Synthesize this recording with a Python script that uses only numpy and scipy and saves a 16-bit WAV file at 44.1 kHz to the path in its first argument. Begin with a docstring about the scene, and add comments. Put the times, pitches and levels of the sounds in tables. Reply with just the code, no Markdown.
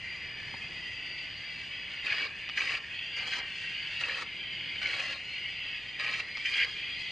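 """A powder-paint gun in a workshop, aimed into a cardboard booth, close to a small camera's two ports.
Air bleeds steadily through its long hollow nozzle tube with a breathy whistle; seven trigger pulls
each add a broader, sputtering rush and spit slugs of powder. The booth walls, close by, comb the hiss.
The trigger and a hanging metal part click, and the workshop rumbles in the background."""
import sys
import numpy as np
from scipy import signal
from scipy.fft import rfft, irfft, next_fast_len
from scipy.io import wavfile
from scipy.ndimage import uniform_filter1d, minimum_filter1d

SR = 44100
rng = np.random.default_rng(int(sys.argv[2]) if len(sys.argv) > 2 else 0)


def log_audio(samples):
    """Write samples as a 16-bit WAV file to the path given in sys.argv[1]."""
    # one column per channel
    frames = np.atleast_2d(samples).T
    # limit to full scale, then quantise
    limited = np.clip(frames, -1, 1)
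    pcm = np.round(limited * 32767).astype(np.int16)
    wavfile.write(sys.argv[1], SR, pcm)


N = 313551
TIME = np.arange(N) / SR
FFT_SIZE = next_fast_len(N + 8000)
BIN_HZ = np.maximum(np.arange(FFT_SIZE // 2 + 1) * SR / FFT_SIZE, 1)


def undb(db):
    """Decibels to gain."""
    return 10 ** (np.asarray(db) / 20)


def over_hz(table, column=1):
    """One column of a table whose rows begin with Hz, spread over the spectral bins."""
    rows = np.array(table, float)
    return np.interp(np.log(BIN_HZ), np.log(rows[:, 0]), rows[:, column])


def over_time(table):
    """The columns of a table whose rows begin with seconds, as one curve each."""
    seconds, *columns = np.transpose(table)
    return np.array([np.interp(TIME, seconds, column) for column in columns])


def wander(rate_hz):
    """Smooth random drift with a spread near 1."""
    hold = int(SR / rate_hz)
    steps = np.repeat(rng.standard_normal(N // hold + 1), hold)
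    return 1.14 * uniform_filter1d(uniform_filter1d(steps, hold), hold)[:N]


def hiss(colour, edges_hz, levels_db, flicker_db, flicker_hz, grain_db):
    """Noise, a direct and a scattered row; each zone follows its level, its halves flickering apart."""
    grains = undb(grain_db * wander(600))
    spectrum = rfft(rng.standard_normal((2, N)) * grains, FFT_SIZE) * colour
    out = 0
    for low, high, db in zip(edges_hz, edges_hz[1:], levels_db):
        zone = 0
        middle = np.sqrt(low * high)
        for bottom, top in ((low, middle), (middle, high)):
            half = irfft(spectrum * ((BIN_HZ >= bottom) & (BIN_HZ < top)), FFT_SIZE)[:, :N]
            zone = zone + half * undb(flicker_db * wander(flicker_hz))
        out = out + zone / np.sqrt(np.mean(zone ** 2)) * undb(db)
    return out


def breath(centre_hz, width_hz):
    """Narrow noise of rms 1 around a moving centre, a direct and a scattered row."""
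    lowpass = signal.butter(2, width_hz / 2, fs=SR, output="sos")
    sway = signal.sosfilt(lowpass, rng.standard_normal((2, 2, N)))
    phase = 2 * np.pi * np.cumsum(centre_hz) / SR
    band = sway[0] * np.cos(phase) + sway[1] * np.sin(phase)
    return band / band.std()


# Room tone of the workshop. Each row: frequency in Hz, relative level in dB.
ROOM_COLOUR = [(8.8, -54), (15, -16), (111, -1.5), (157, -5.5), (286, -9.5), (354, -9.5), (472, -11.5),
               (927, -13), (1120, -14.5), (1420, -14.5), (1500, -4.5), (1950, -37), (3300, -120)]
# Its slow swell. Each row: time in seconds, lift of the rumble in dB.
ROOM_SWELL = [(0, 0.5), (.45, 0.5), (.7, 4), (1, 0), (1.5, -0.5), (2.5, -2), (3.5, -1.5), (4.2, -2),
              (4.7, 1.5), (5.2, -2), (5.7, -1.5), (6.2, -2.5), (7.11, -1)]


def workshop():
    """The room behind the gun: a steady deep floor, a swelling rumble and a murmur above it."""
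    swell_db, = over_time(ROOM_SWELL)
    levels_db = [-67, -57.5 + swell_db, -58 + .5 * swell_db]
    colour = undb(over_hz(ROOM_COLOUR))
    return hiss(colour, [16, 60, 200, 1500], levels_db, flicker_db=.5, flicker_hz=4, grain_db=0)


# Modes of the metal. Each row: frequency in Hz, relative level in dB, seconds to fall 60 dB.
METAL_MODES = [(250, -14, .06), (380, -12, .04), (600, -12, .03), (790, -8, .035), (910, -5, .035),
               (1250, -7, .012), (1900, -2, .009), (2600, 0, .012), (3200, -3, .008), (4700, -9, .01),
               (5400, -11, .01), (6200, -19, .01)]
# Knocks. Each row: start in seconds, peak in dB, lift of the low and of the high modes in dB.
KNOCKS = [(.5405, -31.5, 8, -6), (2.4897, -24.5, -16, 0), (2.4962, -22.5, -22, -4), (2.844, -39, -16, 2),
          (3.503, -38, -16, 6), (6.371, -25, -16, 2), (6.379, -28, -20, -2)]


def metal_clicks():
    """Trigger and hanging part: a soft contact rings damped modes; a weak copy comes off the booth."""
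    out, t = np.zeros((2, N)), np.arange(4000) / SR
    contact = (1 - np.exp(-t / .0002)) ** 2
    detunes = 1 + .019 * rng.standard_normal((len(KNOCKS), len(METAL_MODES)))
    for (start, peak_db, low_db, high_db), detune in zip(KNOCKS, detunes):
        ring = 0
        for (hz, db, t60), ratio in zip(METAL_MODES, detune):
            gain = undb(db + low_db * (hz < 1000) + high_db * (hz > 4000))
            ring = ring + gain * np.sin(2 * np.pi * hz * ratio * t) * undb(-60 * t / t60) * contact
        i = int(start * SR)
        out[0, i:i + len(t)] += undb(peak_db) * ring / np.abs(ring).max()
    out[1] = .6 * np.roll(out[0], int(.00074 * SR))
    return signal.sosfilt(signal.butter(6, [130, 6000], "bandpass", fs=SR, output="sos"), out)


# Echoes off the cardboard. Each row: delay in ms, relative level in dB, drift in ms at a stray of 1.
WALL_ECHOES = [(1.091, -12.5, 0.098), (1.499, -10.5, 0.2), (2.498, -10, 0.18), (3.54, -11.5, 0.11),
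               (4.298, -13, 0.13), (4.701, -16, 0.094), (5.099, -10.5, 0.23), (6.3, -11, 0.18)]
# How far the gun strays from its place. Each row: time in seconds, stray as a factor on the drift.
GUN_STRAY = [(0, 0.53), (1, 0.71), (2, 1.03), (3, 1.35), (7.11, 1.26)]


def booth(gun):
    """Short echoes off the nearby walls comb the hiss into bands that drift with the gun."""
    stray, = over_time(GUN_STRAY)
    out, samples = gun.copy(), np.arange(N)
    for delay_ms, db, drift_ms in WALL_ECHOES:
        delay = (delay_ms + drift_ms * stray * wander(4)) * SR / 1000
        out += undb(db) * np.array([np.interp(samples - delay, samples, row) for row in gun])
    return out / np.sqrt(1 + sum(undb(db) ** 2 for _, db, _ in WALL_ECHOES))


# One sweep of the gun. Each row: time in seconds, centre in Hz, level in dB.
SWING_PATH = [(3.78, 3220, -68), (3.85, 3270, -55), (3.92, 3550, -53), (4.0, 3870, -51), (4.07, 3950, -56),
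              (4.12, 3980, -72)]


def gun_swing():
    """A band of hiss climbs as the gun swings round in front of the microphone."""
    seconds, hz, db = np.transpose(SWING_PATH)
    gain = undb(np.interp(TIME, seconds, db, left=-200, right=-200))
    return breath(np.interp(TIME, seconds, hz), width_hz=240) * gain


# The whistle between pulls. Each row: time in seconds, pitch in Hz, level in dB.
WHISTLE_PATH = [(0, 4700, -58.5), (.3, 4810, -56.5), (.6, 4860, -57), (.8, 4700, -53), (1.001, 4700, -54.5),
                (1.15, 4660, -49.5), (1.279, 4650, -61), (1.42, 4660, -51), (1.55, 4750, -57),
                (1.65, 4760, -61), (2.0, 4762, -56.5), (2.4, 4660, -67), (2.88, 4590, -73),
                (3.0, 4584, -60), (3.149, 4700, -50.5), (3.24, 4663, -51), (3.43, 4400, -60),
                (3.55, 4410, -58.5), (3.95, 4592, -52.5), (4.35, 4840, -61.5), (4.72, 4657, -60),
                (5.22, 4265, -68), (5.32, 4260, -48.5), (5.42, 4400, -61), (5.5, 4690, -60),
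                (5.78, 4800, -65), (5.94, 4710, -68), (6.35, 4850, -55), (6.75, 4720, -59),
                (7.0, 4810, -47.5), (7.11, 4600, -54.5)]


def nozzle_whistle():
    """A thin breathy band comes and goes; in full flow a broader one builds up at its own pitch."""
    idle_hz, idle_db = over_time(WHISTLE_PATH)
    thin = breath(idle_hz + 30.2 * wander(3), width_hz=92) * undb(idle_db)
    starts, lengths, *_, pull_hz, pull_db = np.transpose(PULLS)
    build_s = .09
    built = np.array([valve(start, length) * np.clip((TIME - start) / build_s, 0, 1)
                      for start, length in zip(starts, lengths)])
    latest_pull = np.maximum(np.searchsorted(starts, TIME) - 1, 0)
    broad = breath(pull_hz[latest_pull], width_hz=450) * (undb(pull_db) @ built)
    return (thin * (1 - built.sum(axis=0)) + broad) * undb(1.8 * wander(8))


# Resonances of the nozzle tube. Each row: centre in Hz, width in Hz, lift in dB.
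TUBE_BANDS = [(1518, 280, 6), (2340, 99, 2.5), (3420, 49, -9), (4110, 490, 7), (4630, 53, 4), (4790, 85, 3)]
# Top end of both bleed and rush. Each row: frequency in Hz, relative level in dB.
TREBLE_COLOUR = [(5150, 2), (5500, -5.5), (6600, -5.5), (7400, -13.5), (8700, -14), (9600, -29),
                 (10300, -33), (11500, -36.5), (13500, -41.5)]


def nozzle_tube(body_colour):
    """Gain by frequency of air leaving the tube: standing waves lift or hollow narrow bands."""
    air_db = np.where(BIN_HZ < TREBLE_COLOUR[0][0], over_hz(body_colour), over_hz(TREBLE_COLOUR))
    tube_db = sum(db / (1 + (2 * (BIN_HZ - hz) / width) ** 2) for hz, width, db in TUBE_BANDS)
    return undb(air_db + tube_db)


# The bleed as the gun swings. Each row: time in seconds, then seven zone levels in dB, low to high.
BLEED_LEVELS = [(0, -52, -43, -45.5, -52, -59, -58, -66), (.5, -50.5, -43.5, -47.5, -49, -58, -54, -65),
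                (1, -56.5, -44.5, -43.5, -47, -59, -54.5, -66),
                (1.5, -54.5, -44, -47, -49.5, -55, -54.5, -65.5),
                (1.95, -49, -45, -42.5, -46.5, -57.5, -58, -66.5),
                (2.4, -53, -43, -43, -50.5, -56, -59, -64),
                (2.85, -53, -43, -43.5, -47.5, -57, -58.5, -65.5),
                (3.03, -52, -44, -42, -45, -58.5, -58.5, -65.5),
                (3.55, -49.5, -43, -41, -45.5, -54.5, -55.5, -63.5),
                (3.95, -46.5, -42, -38, -46, -54.5, -55, -63),
                (4.35, -55, -44.5, -43.5, -45, -54.5, -57, -67.5),
                (4.72, -52, -41.5, -41.5, -44, -54.5, -54, -66.5),
                (5.3, -54, -43, -41.5, -49.5, -55.5, -56, -64.5),
                (5.5, -55, -42, -41.5, -46, -56, -56.5, -64.5), (5.72, -52, -45, -39, -45, -55, -54, -66),
                (5.93, -56.5, -44, -46.5, -49.5, -57.5, -58.5, -66.5),
                (6.33, -50.5, -40.5, -48.5, -48, -52.5, -53.5, -62),
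                (6.72, -50.5, -43.5, -43.5, -42, -49, -47, -61),
                (6.85, -51, -42, -37.5, -44.5, -53, -56.5, -64),
                (7.11, -56.5, -41, -43, -45.5, -49.5, -58.5, -63)]
# Edges of those zones in Hz.
BLEED_EDGES_HZ = [900, 1900, 2500, 3000, 3500, 4450, 5150, 14000]
# Body of the bleed. Each row: frequency in Hz, relative level in dB.
BLEED_COLOUR = [(900, -26), (1400, -26.5), (1500, -21.5), (1800, -8), (2000, -3), (3200, -3.5),
                (3380, -7.5), (3800, -24.5), (4300, -24), (4650, -8), (4880, -4), (5050, -13),
                (5150, -19.5)]


def air_bleed():
    """Air leaks through the tube all the time, fluttering with eddies and dulling after each pull."""
    sag_db = [2.5, -2, -3, -4.5, -4.5, -3, -3.5]  # by zone
    levels_db = over_time(BLEED_LEVELS) + np.outer(sag_db, pressure_sag())
    levels_db += .47 * wander(45)  # eddies
    levels_db[-1] += 1.5 * wander(8)  # the treble flares and sinks
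    colour = nozzle_tube(BLEED_COLOUR)
    return hiss(colour, BLEED_EDGES_HZ, levels_db, flicker_db=1.26, flicker_hz=29.46, grain_db=1)


# Slugs of powder. Each row: start in seconds, peak in dB, centre in Hz.
SLUGS = [(2.0648, -22, 2770), (2.1, -21.5, 2300), (2.122, -18.5, 2210), (2.16, -25, 2400),
         (2.1797, -25.5, 2180), (2.2228, -25, 2690), (2.574, -25, 2700), (2.5792, -24, 2020),
         (2.5866, -28.5, 2400), (2.6043, -18.5, 2390), (2.671, -20, 2370), (2.692, -19.5, 2440),
         (2.7191, -22.5, 2370), (2.75, -21, 2580), (2.944, -35, 2900), (2.99, -25, 2900),
         (3.165, -27.5, 2350), (3.195, -32, 2400), (3.343, -30, 2700), (4.0076, -25, 2920),
         (4.036, -19, 2480), (4.045, -29, 2460), (4.093, -24.5, 1940), (4.108, -25, 2670),
         (4.144, -26, 2850), (4.2186, -29, 1830), (4.8287, -25, 2300), (4.855, -18, 2120),
         (4.898, -24.5, 1940), (4.931, -22.5, 2240), (5.003, -26, 2740), (5.1, -30, 2830),
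         (5.128, -30, 2860), (5.9996, -22.5, 2240), (6.062, -24.5, 2340), (6.0896, -26, 2414),
         (6.1355, -22, 2340), (6.146, -23, 2350), (6.2003, -20, 2420), (6.452, -23, 2120),
         (6.47, -27, 2030), (6.5408, -22, 2640), (6.588, -23, 2090), (6.599, -20.5, 2890),
         (6.6098, -23, 2400), (6.624, -17, 2140), (6.637, -30, 2940)]


def powder_spits():
    """Each slug leaves the nozzle as a short puff of noise, quick to rise and slower to die."""
    out, t = np.zeros((2, N)), np.arange(3000) / SR
    rise_s = .0018
    envelope = t / rise_s * np.exp(1 - t / rise_s)
    for start, peak_db, hz in SLUGS:
        bandpass = signal.butter(4, [hz / 1.17, hz * 1.142], "bandpass", fs=SR, output="sos")
        puff = signal.sosfilt(bandpass, rng.standard_normal((2, len(t)))) * envelope
        i = int(start * SR)
        out[:, i:i + len(t)] += undb(peak_db) * puff / np.abs(puff).max(axis=1, keepdims=True)
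    return out


def valve(start, length, open_s=.021, half_close_s=.011, seat_s=.052):
    """How far the trigger valve is open, 0-1: it drops halfway quickly, then seats slowly."""
    end = start + length
    half_shut = end + half_close_s
    return np.interp(TIME, [start - open_s, start, end, half_shut, half_shut + seat_s], [0, 1, 1, .5, 0])


def pressure_sag(onset_s=.022, recover_s=.11):
    """Lack of pressure, deepest as each pull ends and fading afterwards."""
    since_end = TIME - np.array([[start + length] for start, length, *_ in PULLS])
    width_s = np.where(since_end < 0, onset_s, recover_s)
    return np.exp(-(since_end / width_s) ** 2).sum(axis=0)


def jet_aim(rush, boom_hz=536):
    """Each pull points elsewhere: two bands are lifted or hollowed, and the booth booms on one note."""
    out = rush.copy()
    for start, length, *_, hz_a, db_a, hz_b, db_b, boom_db, _, _ in PULLS:
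        span = slice(int((start - .05) * SR), int((start + length + .1) * SR))
        opening = valve(start, length)[span]
        for hz, db, width_hz in ((hz_a, db_a, 380), (hz_b, db_b, 380), (boom_hz, boom_db, 45)):
            band = signal.lfilter(*signal.iirpeak(hz, hz / width_hz, fs=SR), rush[:, span])
            out[:, span] += (undb(db) - 1) * band * opening
    return out


# Trigger pulls. Each row: start and length in seconds, roar and its swell over the pull in dB,
# valley and ridge in dB against the bright hiss, two aim bands each as Hz and dB, boom lift in dB,
# whistle pitch in Hz, whistle level in dB.
PULLS = [(2.047, 0.219, -48.5, 2.5, -3, -2.5, 2360, 4, 1600, 3.5, 3, 4730, -52),
         (2.57, 0.205, -48, 1, -1, -1, 2350, 1.5, 3180, -5.5, 3, 4690, -52.5),
         (3.169, 0.236, -51, 6.5, -6, -3, 2450, -11, 3700, -12, 11, 4300, -52),
         (4.011, .22, -49, -1, -2.5, -8, 1820, 5.5, 3300, -10, 8, 4690, -52.5),
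         (4.82, 0.34, -50.5, -2.5, -3, -6, 2450, -13, 3500, -6, 9.7, 4300, -48.5),
         (5.996, 0.21, -48.5, 0.5, -3, -5, 2400, 3.5, 3050, -5, 4.3, 4240, -55),
         (6.452, 0.1966, -53, 9, -6, -2.5, 2100, 4, 3070, 3, 4, 4700, -55.5)]
# Flow, one list a pull. Each row: time in seconds, then main hiss, bright hiss and treble in dB.
PULL_FLOW = [
    [(2.046, -52, -46.5, -60), (2.064, -39, -44.5, -55), (2.074, -37, -49, -61), (2.13, -30.5, -42, -57),
     (2.138, -37.5, -46.5, -60), (2.254, -38, -46, -58), (2.266, -45, -43.5, -60)],
    [(2.57, -38, -42.5, -56), (2.578, -23.5, -44, -54), (2.588, -32.5, -47.5, -56.5),
     (2.646, -37, -46, -55), (2.662, -35, -47.5, -55.5), (2.764, -35, -48.5, -57), (2.77, -40, -49.5, -60)],
    [(3.168, -39.5, -47, -56), (3.208, -38, -48, -63), (3.228, -39, -50, -60), (3.286, -47.5, -46, -57),
     (3.332, -33, -41.5, -55), (3.372, -46, -44.5, -56), (3.408, -32.5, -46.5, -59.5)],
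    [(4.011, -40, -39.5, -48.5), (4.029, -42, -51, -60), (4.039, -32, -43, -59), (4.071, -52, -51, -58),
     (4.095, -37.5, -48, -58.5), (4.229, -46.5, -48.5, -59.5), (4.231, -41, -43.5, -61)],
    [(4.82, -33.5, -42.5, -54), (4.852, -35, -50, -57), (4.86, -30.5, -42.5, -60), (4.87, -38, -47, -58),
     (4.908, -34.5, -47.5, -54), (5.136, -38, -47, -57), (5.151, -49, -47, -60.5)],
    [(5.997, -35.5, -45.5, -57), (6.04, -36.5, -45.5, -59), (6.095, -35, -46, -59),
     (6.111, -45, -44.5, -59), (6.151, -32, -45, -57), (6.167, -39, -46, -55), (6.207, -37.5, -42.5, -57),
     (6.217, -44, -38, -55)],
    [(6.453, -32, -46.5, -55), (6.501, -38.5, -48, -55.5), (6.515, -39, -47, -54), (6.541, -37, -43, -59),
     (6.561, -36.5, -49, -57), (6.629, -26.5, -37.5, -53.5), (6.643, -33, -38, -54)],
]
# Edges in Hz of the six zones: roar, main hiss, valley, ridge, treble, fizz.
RUSH_EDGES_HZ = [250, 1400, 3500, 4450, 5150, 10300, 14000]
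# Body of the rush. Each row: frequency in Hz, relative level in dB.
RUSH_COLOUR = [(250, -21.5), (480, -22.5), (716, -25), (950, -23.5), (1250, -18.5), (1400, -19),
               (1680, -8.5), (2330, -3), (3100, -7), (3680, -12), (4200, -17), (4700, -15.5), (5150, -18.5)]


def trigger_rush(shut_db=-25, fizz_db=-24.5):
    """Full flow while the trigger is held; powder clumps make it stutter, most in the main hiss."""
    levels_db = np.full((6, N), -120.)
    for (start, length, roar_db, swell_db, valley_db, ridge_db, *_), flow in zip(PULLS, PULL_FLOW):
        opening = valve(start, length)
        flowing = opening > 0
        t = TIME[flowing] - start
        main, bright, treble = over_time(flow)[:, flowing]
        throttle_db = shut_db * (1 - opening[flowing])
        seal_db = 20 * np.log10(np.minimum(opening[flowing] / .2, 1))
        roar = roar_db + swell_db * (t / length - .5)
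        roar -= .5 * throttle_db * (t > 0)  # the low roar dies more slowly
        zones_db = np.array([roar, main, bright + valley_db, bright + ridge_db, treble, treble + fizz_db])
        levels_db[:, flowing] = zones_db + throttle_db + seal_db
    levels_db += .51 * np.outer([.7, 1, .6, .6, .5, .5], wander(90))  # clumps
    levels_db += .8 * np.array([wander(20) for _ in levels_db])  # each zone wanders alone
    levels_db[-2:] += 1.5 * wander(16)  # the treble flares and sinks
    colour = nozzle_tube(RUSH_COLOUR)
    return hiss(colour, RUSH_EDGES_HZ, levels_db, flicker_db=1.5, flicker_hz=34.88, grain_db=3)


# The camera's microphone pair. Each row: frequency in Hz, likeness of the ports from 0 to 1,
# left minus right in dB, left phase lead in radians.
MIC_PORTS = [(60, 0.86, -0.5, 0.053), (900, 0.94, -1, -0.37), (1900, 0.96, -0.3, 0.032),
             (3250, 0.95, 0.5, 0.22), (4500, 0.8, 6.5, 0.2), (4900, 1, 0, -0.57), (5330, 0.7, -3.5, -0.96),
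             (6000, 0.8, 1, 0.46), (8500, 0.9, -0.5, 0.94), (12000, .35, 0, .4)]


def microphone_ports(sound):
    """Two closely spaced ports get the direct row nearly alike, the scattered row in opposite sign."""
    edge = (FFT_SIZE - N) // 2
    direct, scattered = rfft(np.pad(sound, ((0, 0), (edge, edge)), "reflect"), FFT_SIZE)
    likeness, balance_db, lead_rad = (over_hz(MIC_PORTS, column) for column in (1, 2, 3))
    skew = undb(balance_db / 2) * np.exp(.5j * lead_rad)
    scattered *= np.sqrt((1 - likeness) / (1 + likeness))
    left, right = (direct + scattered) * skew, (direct - scattered) / skew
    return irfft([left, right], FFT_SIZE)[:, edge:edge + N]


def scene():
    """The gun at the booth with the workshop behind it, heard from the camera's position."""
    gun = air_bleed() + jet_aim(trigger_rush()) + powder_spits()
    return microphone_ports(booth(gun) + nozzle_whistle() + gun_swing() + metal_clicks() + workshop())


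def record(dry):
    """The camera's limiter turns the loudest peaks down; the top is cut."""
    ceiling_db, window, top_hz = -17, int(.004 * SR), 13500
    allowed = np.minimum(undb(ceiling_db) / (np.abs(dry).max(axis=0) + 1e-9), 1)
    gain = uniform_filter1d(minimum_filter1d(allowed, size=window), size=window)
    return signal.sosfilt(signal.ellip(8, .2, 70, top_hz, fs=SR, output="sos"), dry * gain)


dry = scene()
out = record(dry)
log_audio(out)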